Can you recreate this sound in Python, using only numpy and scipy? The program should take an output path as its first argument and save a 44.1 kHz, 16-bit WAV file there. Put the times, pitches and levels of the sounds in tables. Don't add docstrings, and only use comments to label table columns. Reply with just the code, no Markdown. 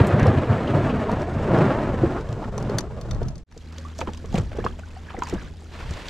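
import sys
import numpy as np
from scipy import signal
from scipy.fft import rfft, irfft, next_fast_len
from scipy.io import wavfile
from scipy.ndimage import map_coordinates

SR = 44100
rng = np.random.default_rng(int(sys.argv[2]) if len(sys.argv) > 2 else 0)


def wav_out(sig):
    wavfile.write(sys.argv[1], SR, np.round(np.clip(np.atleast_2d(sig).T, -1, 1) * 32767).astype(np.int16))


N = 268657


# (time [s], level [dB])
DRAG_LEVEL = [(0.0, -28.5), (0.45, -32.5), (1.12, -30.8), (1.17, -33.5), (1.32, -37), (1.44, -36.5),
              (1.68, -27), (1.92, -32.5), (2.13, -35), (2.24, -41), (2.52, -44.5), (2.8, -45),
              (3.15, -47.5), (3.42, -60)]
# (peak time [s], grinding level [dB], boom level [dB], half length [s])
LURCHES = [(0.005, -21.5, -13.5, 0.019), (0.167, -29.5, -26.5, 0.085), (0.278, -30.5, -21, 0.052),
           (0.382, -31.5, -24, 0.025), (0.526, -27.5, -22.5, 0.04), (0.765, -35, -27, 0.095),
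           (0.967, -50, -28, 0.032), (1.377, -32.5, -30, 0.021), (1.574, -25.5, -33, 0.12),
           (2.046, -37, -25, 0.035), (2.324, -41.5, -33.5, 0.058), (2.618, -39.5, -31, 0.08),
           (2.758, -34, -30, 0.063), (3.216, -44, -34, 0.087)]
# (frequency [Hz], level [dB])
SHELL_TONE = [(60, -30), (120, 3), (215, 1), (290, -4), (420, -2), (540, -6), (610, -4.5), (800, -10.5),
              (1100, -13.5), (1400, -16), (2000, -27), (4000, -52), (15500, -83)]
# (frequency [Hz], width [Hz], level [dB])
HULL_ON_STONES = [(84.4, 20, 2), (136.7, 35.6, 4), (161, 31, -3.5), (210.3, 41, -2)]
# (frequency [Hz], width [Hz], level [dB])
HULL_AFLOAT = [(113, 11.8, 4), (173, 47, -6.5), (211, 28, -8)]
# (frequency [Hz], level [dB])
SCRATCH_TONE = [(300, -22), (900, -8.5), (1230, 6), (1520, 2.5), (1670, 7.5), (1900, 2), (3000, -6.5),
                (4200, -15.5), (6000, -34), (9000, -31), (15500, -59)]
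# (frequency [Hz], level [dB])
GRIT_TONE = [(800, -7), (2500, 6.5), (4000, 3.5), (6000, 0.5), (7800, -2), (9200, -11), (11000, -18.5),
             (13000, -17), (15500, -37.5)]
# (frequency [Hz], level [dB])
WIND_TONE = [(12, -8.5), (28, 0.5), (55, 2.5), (100, -5), (200, -13.5), (500, -35.5), (2000, -67.5),
             (12000, -80)]
# (peak time [s], level [dB])
GUSTS = [(0.12, -51), (0.78, -49), (1.42, -41), (2.0, -42), (3.221, -35.5), (4.38, -27.5), (4.62, -30.5),
         (5.42, -30.5), (5.88, -33)]
# (time [s], level [dB], length [s], scrape pitch [Hz])
SCUFFS = [(0.066, -43, .016, 7000), (0.191, -31, 0.064, 1680), (0.255, -20, .012, 1100),
          (0.267, -23, 0.038, 480), (0.524, -33, 0.021, 1240), (0.645, -31, .012, 700),
          (0.671, -36, 0.012, 2850), (0.75, -28, 0.028, 665), (0.892, -38, .02, 2570),
          (1.027, -34, 0.017, 680), (1.09, -23, 0.011, 960), (1.155, -34, 0.042, 695),
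          (1.27, -35.5, 0.035, 680), (1.465, -26, 0.02, 505), (1.51, -23, 0.012, 600),
          (1.68, -27, 0.012, 560), (1.784, -28, .03, 665), (2.16, -34, 0.035, 1200),
          (2.417, -32, 0.025, 760), (2.438, -34, 0.013, 1300), (2.578, -26, 0.0069, 800),
          (2.603, -35, 0.005, 1080), (2.64, -32, .06, 240), (2.69, -28, 0.014, 560),
          (2.79, -33.5, 0.014, 916), (3.109, -40.5, 0.012, 1290)]
# (frequency [Hz], level [dB])
SCUFF_TONE = [(200, 2.0), (600, 12), (1700, -8.5), (3200, -13), (5000, -23.0), (8000, -35.0), (15500, -53.0)]
# (time [s], level [dB], brightest pitch [Hz])
CLICKS = [(0.0696, -26.5, 11000), (0.196, -30, 5300), (0.229, -28.5, 4200), (0.268, -27.5, 5800),
          (0.677, -43, 3000), (0.892, -43, 3220), (1.115, -31, 4200), (1.2174, -34, 4500),
          (1.586, -31.5, 3600), (2.579, -23.5, 6020), (2.626, -34, 6200), (2.696, -33.5, 3400),
          (2.7844, -10, 5500), (3.012, -31, 4870), (3.1103, -24.5, 3600), (3.146, -38, 3800),
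          (3.23, -34.5, 4300), (3.284, -31.5, 5000), (3.355, -39, 5500), (3.38, -39, 6950),
          (3.513, -30.5, 2600), (3.523, -28, 2520)]
# (average pitch [Hz], average level [dB], t60 [s])
GEAR_RINGS = [(3690, 0, 0.027), (4300, 5.5, 0.029), (4970, 2.5, .025), (5820, 2.5, 0.031),
              (6250, 3.5, 0.016), (6670, -5, .025), (9080, -4, 0.032), (9420, -7.5, 0.03),
              (11900, -3.5, .02)]
# (frequency [Hz], level [dB])
CLICK_CRACK_TONE = [(500, 15), (1800, 14.5), (2900, 2), (6000, 5), (9000, -2.5), (12500, -13.5),
                    (15500, -37)]
# (time [s], level [dB], panel pitch [Hz], t60 [s])
KNOCKS = [(0.228, -15, 97, 0.031), (0.258, -21, 500, .06), (0.264, -18, 99, 0.13), (0.293, -20, 330, 0.024),
          (0.75, -24.5, 157.5, 0.12), (1.506, -22, 637, 0.013), (2.033, -14.5, 342, 0.07),
          (2.577, -28, 426, 0.024), (2.692, -28.5, 404, 0.12), (3.215, -27, 440, 0.021),
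          (4.343, -9, 200, 0.029), (4.377, -14.5, 148, 0.089), (4.394, -14.5, 100.7, 0.1),
          (4.607, -27, 98, 0.062), (5.334, -12.5, 315, 0.031), (5.907, -17.5, 84, 0.091)]
# (time [s], level [dB], brightest pitch [Hz])
SPLASHES = [(2.21, -42.5, 3570), (2.29, -44, 3400), (2.327, -38.5, 3300), (2.446, -46.5, 3700),
            (3.5766, -27.5, 6030), (3.659, -39, 2900), (3.7242, -35, 4580), (3.7827, -27, 3900),
            (3.884, -36, 4200), (3.918, -39, 3200), (3.981, -29, 4500), (3.988, -21.5, 6400),
            (4.005, -29.5, 5000), (4.007, -23.5, 2700), (4.0134, -34, 6000), (4.134, -29, 3500),
            (4.1464, -33, 3400), (4.1734, -28.5, 4300), (4.258, -33, 5500), (4.326, -32, 3200),
            (4.341, -28, 6500), (4.356, -19.5, 2300), (4.379, -20, 2300), (4.384, -22.5, 5900),
            (4.571, -35.5, 7000), (4.601, -38, 5000), (4.648, -25, 4700), (4.7934, -35.5, 7000),
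            (5.425, -38, 6500), (5.19, -29, 7500), (5.235, -23, 6500), (5.2714, -27.5, 5500),
            (5.287, -28, 5800), (5.297, -22, 7060), (5.339, -29.5, 7000), (5.908, -25.5, 6550),
            (5.936, -28, 3000), (6.084, -20.5, 2840)]
# (frequency [Hz], level [dB])
SPLASH_TONE = [(7500, 2), (9200, -12.0), (12500, -10.5), (15500, -30.5)]
# (frequency [Hz], level [dB])
LAP_TONE = [(100, 6), (250, 5.5), (500, -1.5), (900, -14.5), (1700, -12.5), (2800, -26), (6000, -39),
            (15000, -69)]
# (frequency [Hz], level [dB])
FIZZ_TONE = [(1200, 8), (2500, 12), (4500, 10), (7500, 5), (8800, -2.5), (12300, -6.5), (14000, -42),
             (15500, -54)]
# (time [s], level [dB])
ENGINE_LEVEL = [(3.5, -42), (3.85, -34), (4.45, -38), (4.85, -38.5), (5.45, -42), (5.8, -40), (6.09, -49)]
# (time [s], level [dB], cavity pitch [Hz], t60 [s])
PLOPS = [(3.565, -32, 447, 0.05), (3.990, -24, 630, 0.049), (4.023, -24, 503, 0.052),
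         (4.077, -17.5, 310, 0.014), (4.243, -25, 424, 0.017), (4.327, -32.5, 830, 0.044),
         (4.343, -18, 737, 0.038), (4.356, -22.5, 540, 0.039), (4.382, -15, 447, 0.014),
         (4.549, -29.5, 526, .05), (4.563, -28, 550, 0.05), (4.586, -16.5, 428, 0.026),
         (4.651, -17, 427, 0.025), (5.144, -25, 750, .038), (5.174, -26.5, 486, 0.052),
         (5.186, -21, 300, 0.02), (5.327, -18, 405, 0.036), (5.348, -21, 200, 0.077)]
# (peak time [s], level [dB], half length [s])
CHURNS = [(3.63, -61, 0.051), (3.762, -48.5, 0.071), (3.893, -49.5, 0.056), (4.11, -49, 0.023),
          (4.371, -36.5, 0.029), (4.567, -48.5, 0.069), (4.69, -50, .015), (4.924, -52, 0.13),
          (5.108, -43.5, 0.048), (5.275, -39, 0.056), (5.41, -43, 0.072)]
# (frequency [Hz], level [dB])
CHURN_TONE = [(200, -3), (700, 2.5), (2000, 1.5), (4000, -7), (15500, -41)]
# (time [s], level [dB], starting pitch [Hz], t60 [s], rise [share of the pitch])
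BLIPS = [(3.785, -38.5, 537, 0.12, .1), (3.850, -33, 1107, 0.091, 0.51), (4.079, -38, 3100, 0.016, .05),
         (4.247, -37.5, 980, 0.035, .9), (4.602, -33.5, 1630, 0.041, 0.34), (4.626, -44, 2200, 0.022, 0.33),
         (4.685, -38.5, 3300, 0.015, .1), (4.834, -36, 1450, 0.037, 0.16), (4.966, -35, 740, 0.086, 0.16),
         (5.087, -34, 1670, .03, 0.12), (5.167, -30.5, 1950, 0.012, .05), (5.254, -39, 4580, .02, .05),
         (5.283, -40, 2550, 0.012, .1), (5.298, -39, 2350, .014, .1), (5.380, -35, 1560, .04, 0.4)]
# (time [s], level [dB], pitch [Hz], t60 [s], crack level [dB])
RAPS = [(4.013, -17.5, 916, 0.028, -15), (4.072, -23.5, 1010, 0.034, -24), (4.0872, -24.5, 860, 0.025, -39),
        (4.517, -30, 595, 0.017, -29), (4.530, -34, 620, 0.018, -31), (4.573, -38, 900, .015, -35),
        (4.6417, -21, 753, 0.025, -26), (4.664, -9.5, 1115, 0.01, -24), (4.672, -28, 1280, 0.028, -32),
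        (4.790, -33.5, 620, 0.024, -34), (4.795, -38, 700, 0.018, -34), (5.103, -30, 1280, .02, -29.5),
        (5.221, -12.5, 1000, 0.025, -21.5), (5.233, -25.5, 920, 0.036, -30),
        (5.2695, -28.5, 1010, 0.027, -31)]
# (frequency [Hz], level [dB])
RAP_CRACK_TONE = [(250, 6.5), (1300, 3.5), (1950, -4), (2550, -0.5), (3250, -5), (3700, -15), (7000, -24),
                  (15500, -49.5)]
# (time [s], level [dB])
SLIDE_LEVEL = [(5.67, -67), (5.72, -44.5), (5.76, -40), (5.83, -38.5), (5.9, -41), (5.97, -36.5),
               (6.09, -37.5)]
# (frequency [Hz], level [dB])
SAND_TONE = [(120, 5.5), (300, 4), (600, 1.5), (1300, -1.5), (2000, -3), (3200, -6.5), (4800, -12),
             (6000, -17), (7700, -19), (8600, -25.5), (12500, -32.5), (15500, -50.5)]
# (frequency [Hz], side against middle [dB])
SHELL_WIDTH = [(100, -36), (600, -32.5), (1400, -20.5), (3000, -10), (8000, -7), (13000, 5.5)]
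# (frequency [Hz], side against middle [dB])
OPEN_WIDTH = [(100, -6.5), (500, -17), (1200, -9.5), (2500, -7.5), (6000, -12), (11000, -12), (13000, -3)]
# (time [s], side gain [dB])
IMAGE_WIDTH = [(1.0, -20), (1.6, -3.5), (2.9, 2), (3.3, 7), (3.5, 0.5)]
# (time [s], gain [dB])
DROPOUT_GAIN = [(3.39, 7), (3.435, -0.5), (3.439, -58.5), (3.462, -58), (3.468, -26), (3.51, -11.5),
                (3.54, -7.5), (3.72, -2)]

USUAL_DB = -29
BOOM_LAW, SCRATCH_LAW, GRIT_LAW = (-34.5, 0.52), (-41, 0.91), (-59.5, 0.44)
WETTING_DB_PER_S = 2.5
FLOATING_S = (2, 2.3)
CATCH_DB, CATCH_PER_S = 0.4, 40
BREEZE_DB, GUST_S = -42, 0.13
SCUFF_FOCUS_DB, CLICK_FOCUS_DB, SPLASH_FOCUS_DB = 25, 6, 7
RATTLE_S, RATTLE_LOSS_DB = .022, 15.5
WADING_S = (3.48, 5.74)
CALM_LAP_DB, CALM_SPRAY_DB, TRICKLE_DB = -51.5, -58, -59
WAKE_LAP_DB, WAKE_SPRAY_DB = -24, -31
WAKE_RISE_S, WAKE_SETTLE_S = 0.043, 0.065
SLOP_DB, SLOP_PER_S = 1.1, 18
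TOP_HZ = 15700


def amp(db):
    return 10 ** (np.asarray(db) / 20)


def unit(x):
    return x / np.sqrt(np.mean(x ** 2) + 1e-20)


def along(points, hz):
    f, v = np.transpose(points)
    return np.interp(np.log(hz + 1), np.log(f + 1), v)


def levels(rows):
    s, *columns = np.transpose(rows)
    t = np.arange(N) / SR
    outside = np.maximum(s[0] - t, 0) + np.maximum(t - s[-1], 0)
    return [amp(np.interp(t, s, column) - 300 * outside) for column in columns]


def wobble(rate):
    points = rng.standard_normal(int(N * rate / SR) + 4)
    return map_coordinates(points, [np.arange(N) * rate / SR])


def swell_at(s, length):
    return np.exp(-((np.arange(N) / SR - s) / length) ** 2)


def filtered(x, response):
    m = next_fast_len(N + SR // 2)
    return irfft(rfft(x, m) * response(np.fft.rfftfreq(m, 1 / SR)), m)[..., :N]


def coloured(x, spectrum):
    m = 16384
    gain = unit(amp(along(spectrum, np.fft.rfftfreq(m, 1 / SR))))
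    cepstrum = irfft(np.log(gain))
    cepstrum[1:m // 2] *= 2
    cepstrum[m // 2 + 1:] = 0
    impulse = irfft(np.exp(rfft(cepstrum)))
    return signal.fftconvolve(x, impulse)[:N]


def grains(rate, spread_db):
    size = amp(spread_db * np.clip(rng.standard_normal(N), -2, 2))
    hits = rng.random(N) < rate / SR
    return unit(hits * size * np.sign(rng.standard_normal(N)))


def add(track, s, sound):
    part = track[max(round(s * SR), 0):][:len(sound)]
    part += sound[:len(part)]


def ring(t, hz, t60, attack, glide=0):
    life = t / max(t60, .002)
    tone = np.sin(2 * np.pi * hz * t * (1 + glide * np.minimum(life, 2) / 2))
    return tone * amp(-60 * life) * (1 - np.exp(-t / attack))


def ringlets(rate, centre_hz, octaves, cycles, spread_db, rise=0.19):
    t = np.arange(SR // 30) / SR
    when, pitch, size = rng.random((int(rate * N / SR), 3)).T[:, :, None]
    hz = np.minimum(centre_hz * 2 ** (octaves * (2 * pitch - 1)), SR / 3)
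    life = t * hz / cycles
    tones = np.sin(2 * np.pi * hz * t * (1 + rise * np.minimum(life, 2)))
    tones = amp(spread_db * size ** 2 - 60 * life) * tones * (1 - np.exp(-t / 0.001))
    where = (when * N).astype(int) + np.arange(len(t))
    return unit(np.bincount(where.ravel(), tones.ravel(), N)[:N])


def hiss(size, bright_hz, focus_db):
    octaves = np.abs(np.log2((np.fft.rfftfreq(size, 1 / SR) + 1) / bright_hz))
    return unit(irfft(rfft(rng.standard_normal(size)) * amp(-focus_db * octaves), size))


def follows(grind, law):
    db, slope = law
    return amp(db) * (grind / amp(USUAL_DB)) ** slope


def lurching():
    steady, = levels(DRAG_LEVEL)
    grind_power = steady ** 2
    boom_power = follows(steady, BOOM_LAW) ** 2
    for s, grind_db, boom_db, length in LURCHES:
        swell = swell_at(s, length)
        grind_power = grind_power + (amp(grind_db) * swell) ** 2
        boom_power = boom_power + (amp(boom_db) * swell) ** 2
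    return np.sqrt(grind_power), np.sqrt(boom_power)


def cavity(x, modes):
    def response(f):
        total = 0
        for k, (centre, width, db) in enumerate(modes):
            resonance = 1j * f * width / (centre * centre - f * f + 1j * f * width)
            total = total + (-1) ** k * amp(db) * resonance
        return total / (1 + (f / 400) ** 2)
    return unit(filtered(x, response))


def shifting(x):
    delay_s, spread, shifts_per_s, strength = .0032, .25, 7, 0.44
    delay = delay_s * SR * np.exp(spread * wobble(shifts_per_s))
    echo = np.interp(np.arange(N) - delay, np.arange(N), x)
    return unit(x + strength * echo)


def drag():
    t = np.arange(N) / SR
    grind, boom = lurching()
    scratch = follows(grind, SCRATCH_LAW) * amp(-WETTING_DB_PER_S * t)
    grit = follows(grind, GRIT_LAW)
    judder = amp(1.8 * wobble(55))
    stones = unit(grains(rate=1400, spread_db=2) * judder)
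    bed = grains(rate=6000, spread_db=2) + .5 * stones
    afloat = np.interp(t, FLOATING_S, [0, 1])
    booming = np.sqrt(1 - afloat) * cavity(bed, HULL_ON_STONES) + np.sqrt(afloat) * cavity(bed, HULL_AFLOAT)
    rasp = shifting(coloured(stones, SHELL_TONE))
    shell = boom * booming + amp(0.32) * grind * rasp
    edges = unit(0.41 * stones + grains(rate=1500, spread_db=3) * judder)
    scratching = shifting(coloured(edges, SCRATCH_TONE))
    chatter = amp(-8) * ringlets(rate=260, centre_hz=1301, octaves=1.3, cycles=64, spread_db=11, rise=0)
    crackle = coloured(unit(grains(rate=11000, spread_db=5.5) * judder), GRIT_TONE)
    catches = amp(CATCH_DB * wobble(CATCH_PER_S))
    return shell + catches * (scratch * (0.85 * scratching + chatter) + grit * crackle)


def wind():
    mid, side = (coloured(rng.standard_normal(N), WIND_TONE) for _ in range(2))
    power = amp(BREEZE_DB) ** 2 + sum((amp(db) * swell_at(s, GUST_S)) ** 2 for s, db in GUSTS)
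    flutter = amp(2 * wobble(7))
    apart = amp(-14) * np.array([side, -side])
    return np.sqrt(power) * flutter * (mid + apart)


def scuffs():
    rasp, tones, t = np.zeros(N), np.zeros(N), np.arange(SR // 10) / SR
    for s, db, length, hz in SCUFFS:
        pressure = amp(db) * (1 - np.exp(-t / 0.0041)) * np.exp(-(t / length) ** 2)
        add(rasp, s, pressure)
        add(tones, s, pressure * hiss(len(t), hz, SCUFF_FOCUS_DB))
    body = coloured(rasp * grains(rate=2500, spread_db=5.0), SCUFF_TONE)
    return 0.32 * body + 0.54 * tones


def clicks():
    rings, cracks, t = np.zeros(N), np.zeros(N), np.arange(SR // 10) / SR
    bounces = [(s + RATTLE_S, db - RATTLE_LOSS_DB, hz) for s, db, hz in CLICKS]
    for s, db, bright_hz in CLICKS + bounces:
        strength_db = rng.normal(0, 3, len(GEAR_RINGS))
        detune = rng.normal(1, .03, len(GEAR_RINGS))
        tone = np.zeros(len(t))
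        for (hz, level, t60), luck, shift in zip(GEAR_RINGS, strength_db, detune):
            away = abs(np.log2(hz / bright_hz))
            gain = amp(level + luck - CLICK_FOCUS_DB * away)
            tone += gain * ring(t, hz * shift, t60, attack=0.00017)
        add(rings, s, amp(db - 14.0) * tone / np.abs(tone).max())
        crack = amp(db - 7.5 - 60 * t / 0.016) * (1 - np.exp(-t / 0.0012))
        add(cracks, s, crack * hiss(len(t), bright_hz, CLICK_FOCUS_DB))
    return rings + coloured(cracks, CLICK_CRACK_TONE)


def knocks():
    panels, contact, t = np.zeros(N), np.zeros(N), np.arange(SR // 4) / SR
    flex = 1 - np.exp(-(t / .002) ** 2)
    for s, db, hz, t60 in KNOCKS:
        low = ring(t, hz, t60, attack=0.002)
        high = 0.26 * ring(t, hz * 1.6, t60 * 0.96, attack=0.00062)
        tone = flex * (low + high)
        add(panels, s, amp(db + 0.5) * tone / np.abs(tone).max())
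        add(contact, s, amp(db - 14.5 - 60 * t / 0.12) * flex * rng.standard_normal(len(t)))
    return panels + coloured(contact, SHELL_TONE)


def wake(events, calm_db, wake_db):
    t = np.arange(N) / SR
    power = levels([(s, calm_db) for s in WADING_S])[0] ** 2
    for s, db, *_ in events:
        distance = np.maximum((s - t) / WAKE_RISE_S, (t - s) / WAKE_SETTLE_S)
        power = power + (amp(db + wake_db) * np.exp(-distance)) ** 2
    return np.sqrt(power)


def shallows():
    lap = wake(PLOPS, CALM_LAP_DB, WAKE_LAP_DB)
    spray = wake(SPLASHES, CALM_SPRAY_DB, WAKE_SPRAY_DB)
    lapping = 1.84 * coloured(grains(rate=4000, spread_db=5.0), LAP_TONE)
    lapping += 0.28 * ringlets(rate=180, centre_hz=1425, octaves=1.39, cycles=26, spread_db=3)
    fizz = 1.11 * coloured(grains(rate=2100, spread_db=4.0), FIZZ_TONE)
    fizz += 0.57 * ringlets(rate=74, centre_hz=4840, octaves=0.806, cycles=53, spread_db=7)
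    slop = amp(SLOP_DB * wobble(SLOP_PER_S))
    return slop * (lap * lapping + spray * fizz)


def splashes():
    spray, bursts, t = np.zeros(N), np.zeros(N), np.arange(SR // 8) / SR
    lead = .008
    age = np.abs(t - lead)
    shape = (amp(-60 * age / 0.0093) + 0.13 * amp(-60 * age / 0.1)) * np.minimum(t / lead, 1)
    for s, db, bright_hz in SPLASHES:
        add(spray, s + 0.001188 - lead, amp(db - 12) * shape * hiss(len(t), bright_hz, SPLASH_FOCUS_DB))
        add(bursts, s + 0.0016 - lead, amp(db - 26.5) * shape)
    pings = bursts * ringlets(rate=610, centre_hz=6700, octaves=0.386, cycles=49, spread_db=2)
    return coloured(spray, SPLASH_TONE) + pings


def trickle():
    plinks = ringlets(rate=70, centre_hz=1900, octaves=1.4, cycles=26, spread_db=12)
    return levels([(s, TRICKLE_DB) for s in WADING_S])[0] * plinks


def engine():
    average_hz = 79.8
    drift = 1 + .012 * wobble(14)
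    waver = amp(1.5 * wobble(12))
    phase = 2 * np.pi * np.cumsum(average_hz * drift) / SR
    hum = unit(np.sin(phase) + 0.17 * np.sin(2 * phase) + 0.19 * np.sin(3 * phase))
    return amp(1.0) * levels(ENGINE_LEVEL)[0] * hum * waver


def plops():
    cavities, slaps, trail = np.zeros(N), np.zeros(N), np.zeros(N)
    t = np.arange(SR // 5) / SR
    swell = 1 - np.exp(-t / .003)
    for s, db, hz, t60 in PLOPS:
        tone = ring(t, hz, t60, attack=.0014, glide=.18)
        tone += .28 * ring(t, hz * 1.45, t60 * .8, attack=.001)
        add(cavities, s, amp(db) * tone / np.abs(tone).max())
        add(slaps, s, amp(db - 4.0 - 60 * t / 0.078) * swell * rng.standard_normal(len(t)))
        add(trail, s, amp(db - 17.5 - 60 * t / 0.13) * swell)
    gurgle = ringlets(rate=410, centre_hz=703, octaves=0.93, cycles=14, spread_db=12)
    return cavities + coloured(slaps, LAP_TONE) + trail * gurgle


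def churn():
    gain = sum(amp(db) * swell_at(s, length) for s, db, length in CHURNS)
    gurgle = ringlets(rate=380, centre_hz=1550, octaves=1.0, cycles=19, spread_db=12)
    rush = coloured(grains(rate=900, spread_db=5.5), CHURN_TONE)
    return gain * (0.66 * gurgle + 0.56 * rush)


def blips():
    out, t = np.zeros(N), np.arange(SR // 5) / SR
    for s, db, hz, t60, rise in BLIPS:
        tone = ring(t, hz, t60, attack=0.001, glide=rise)
        add(out, s, amp(db) * tone / np.abs(tone).max())
    return out


def raps():
    rings, cracks, t = np.zeros(N), np.zeros(N), np.arange(SR // 10) / SR
    for s, db, hz, t60, crack_db in RAPS:
        tone = ring(t, hz, t60, attack=0.0011)
        tone += 0.39 * ring(t, hz * 1.325, t60 * 0.86, attack=0.0017)
        add(rings, s, amp(db) * tone / np.abs(tone).max())
        crack = amp(crack_db - 60 * t / 0.025) * (1 - np.exp(-t / 0.00049))
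        add(cracks, s, crack * rng.standard_normal(len(t)))
    return rings + coloured(cracks, RAP_CRACK_TONE)


def slide():
    sand = coloured(grains(rate=4000, spread_db=3.0), SAND_TONE)
    froth = 0.28 * ringlets(rate=230, centre_hz=1913, octaves=1.3, cycles=27, spread_db=17)
    clumps = amp(1.3 * wobble(60))
    return levels(SLIDE_LEVEL)[0] * unit(clumps) * (sand + froth)


def placed(x, width, lag_samples):
    t = np.arange(SR // 30) / SR
    scatter = rng.standard_normal(len(t)) * amp(-60 * t / .04) * (1 - np.exp(-t / .002))
    scattered = signal.fftconvolve(x, scatter / np.linalg.norm(scatter))[:N]
    side = filtered(scattered, lambda hz: amp(along(width, hz)))
    ears = np.array([[1], [-1]])
    direct = filtered(x, lambda hz: np.exp(-1j * np.pi * ears * lag_samples * hz / SR))
    return direct + ears * side


def scene():
    boat = placed(drag() + scuffs() + knocks(), SHELL_WIDTH, lag_samples=0)
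    gear = placed(clicks(), OPEN_WIDTH, lag_samples=-0.57) * amp([[1], [-1]])
    water = shallows() + splashes() + trickle() + plops() + churn() + blips()
    boarding = placed(water + raps() + slide(), OPEN_WIDTH, lag_samples=0.19) * amp([[-.3], [.3]])
    return boat + gear + boarding + wind() + engine()


def record(dry):
    def gain(rows):
        return amp(np.interp(np.arange(N) / SR, *np.transpose(rows)))
    mid = dry.mean(axis=0)
    widened = mid + gain(IMAGE_WIDTH) * (dry - mid)
    return filtered(widened * gain(DROPOUT_GAIN), lambda hz: hz < TOP_HZ)


dry = scene()
out = record(dry)
wav_out(out)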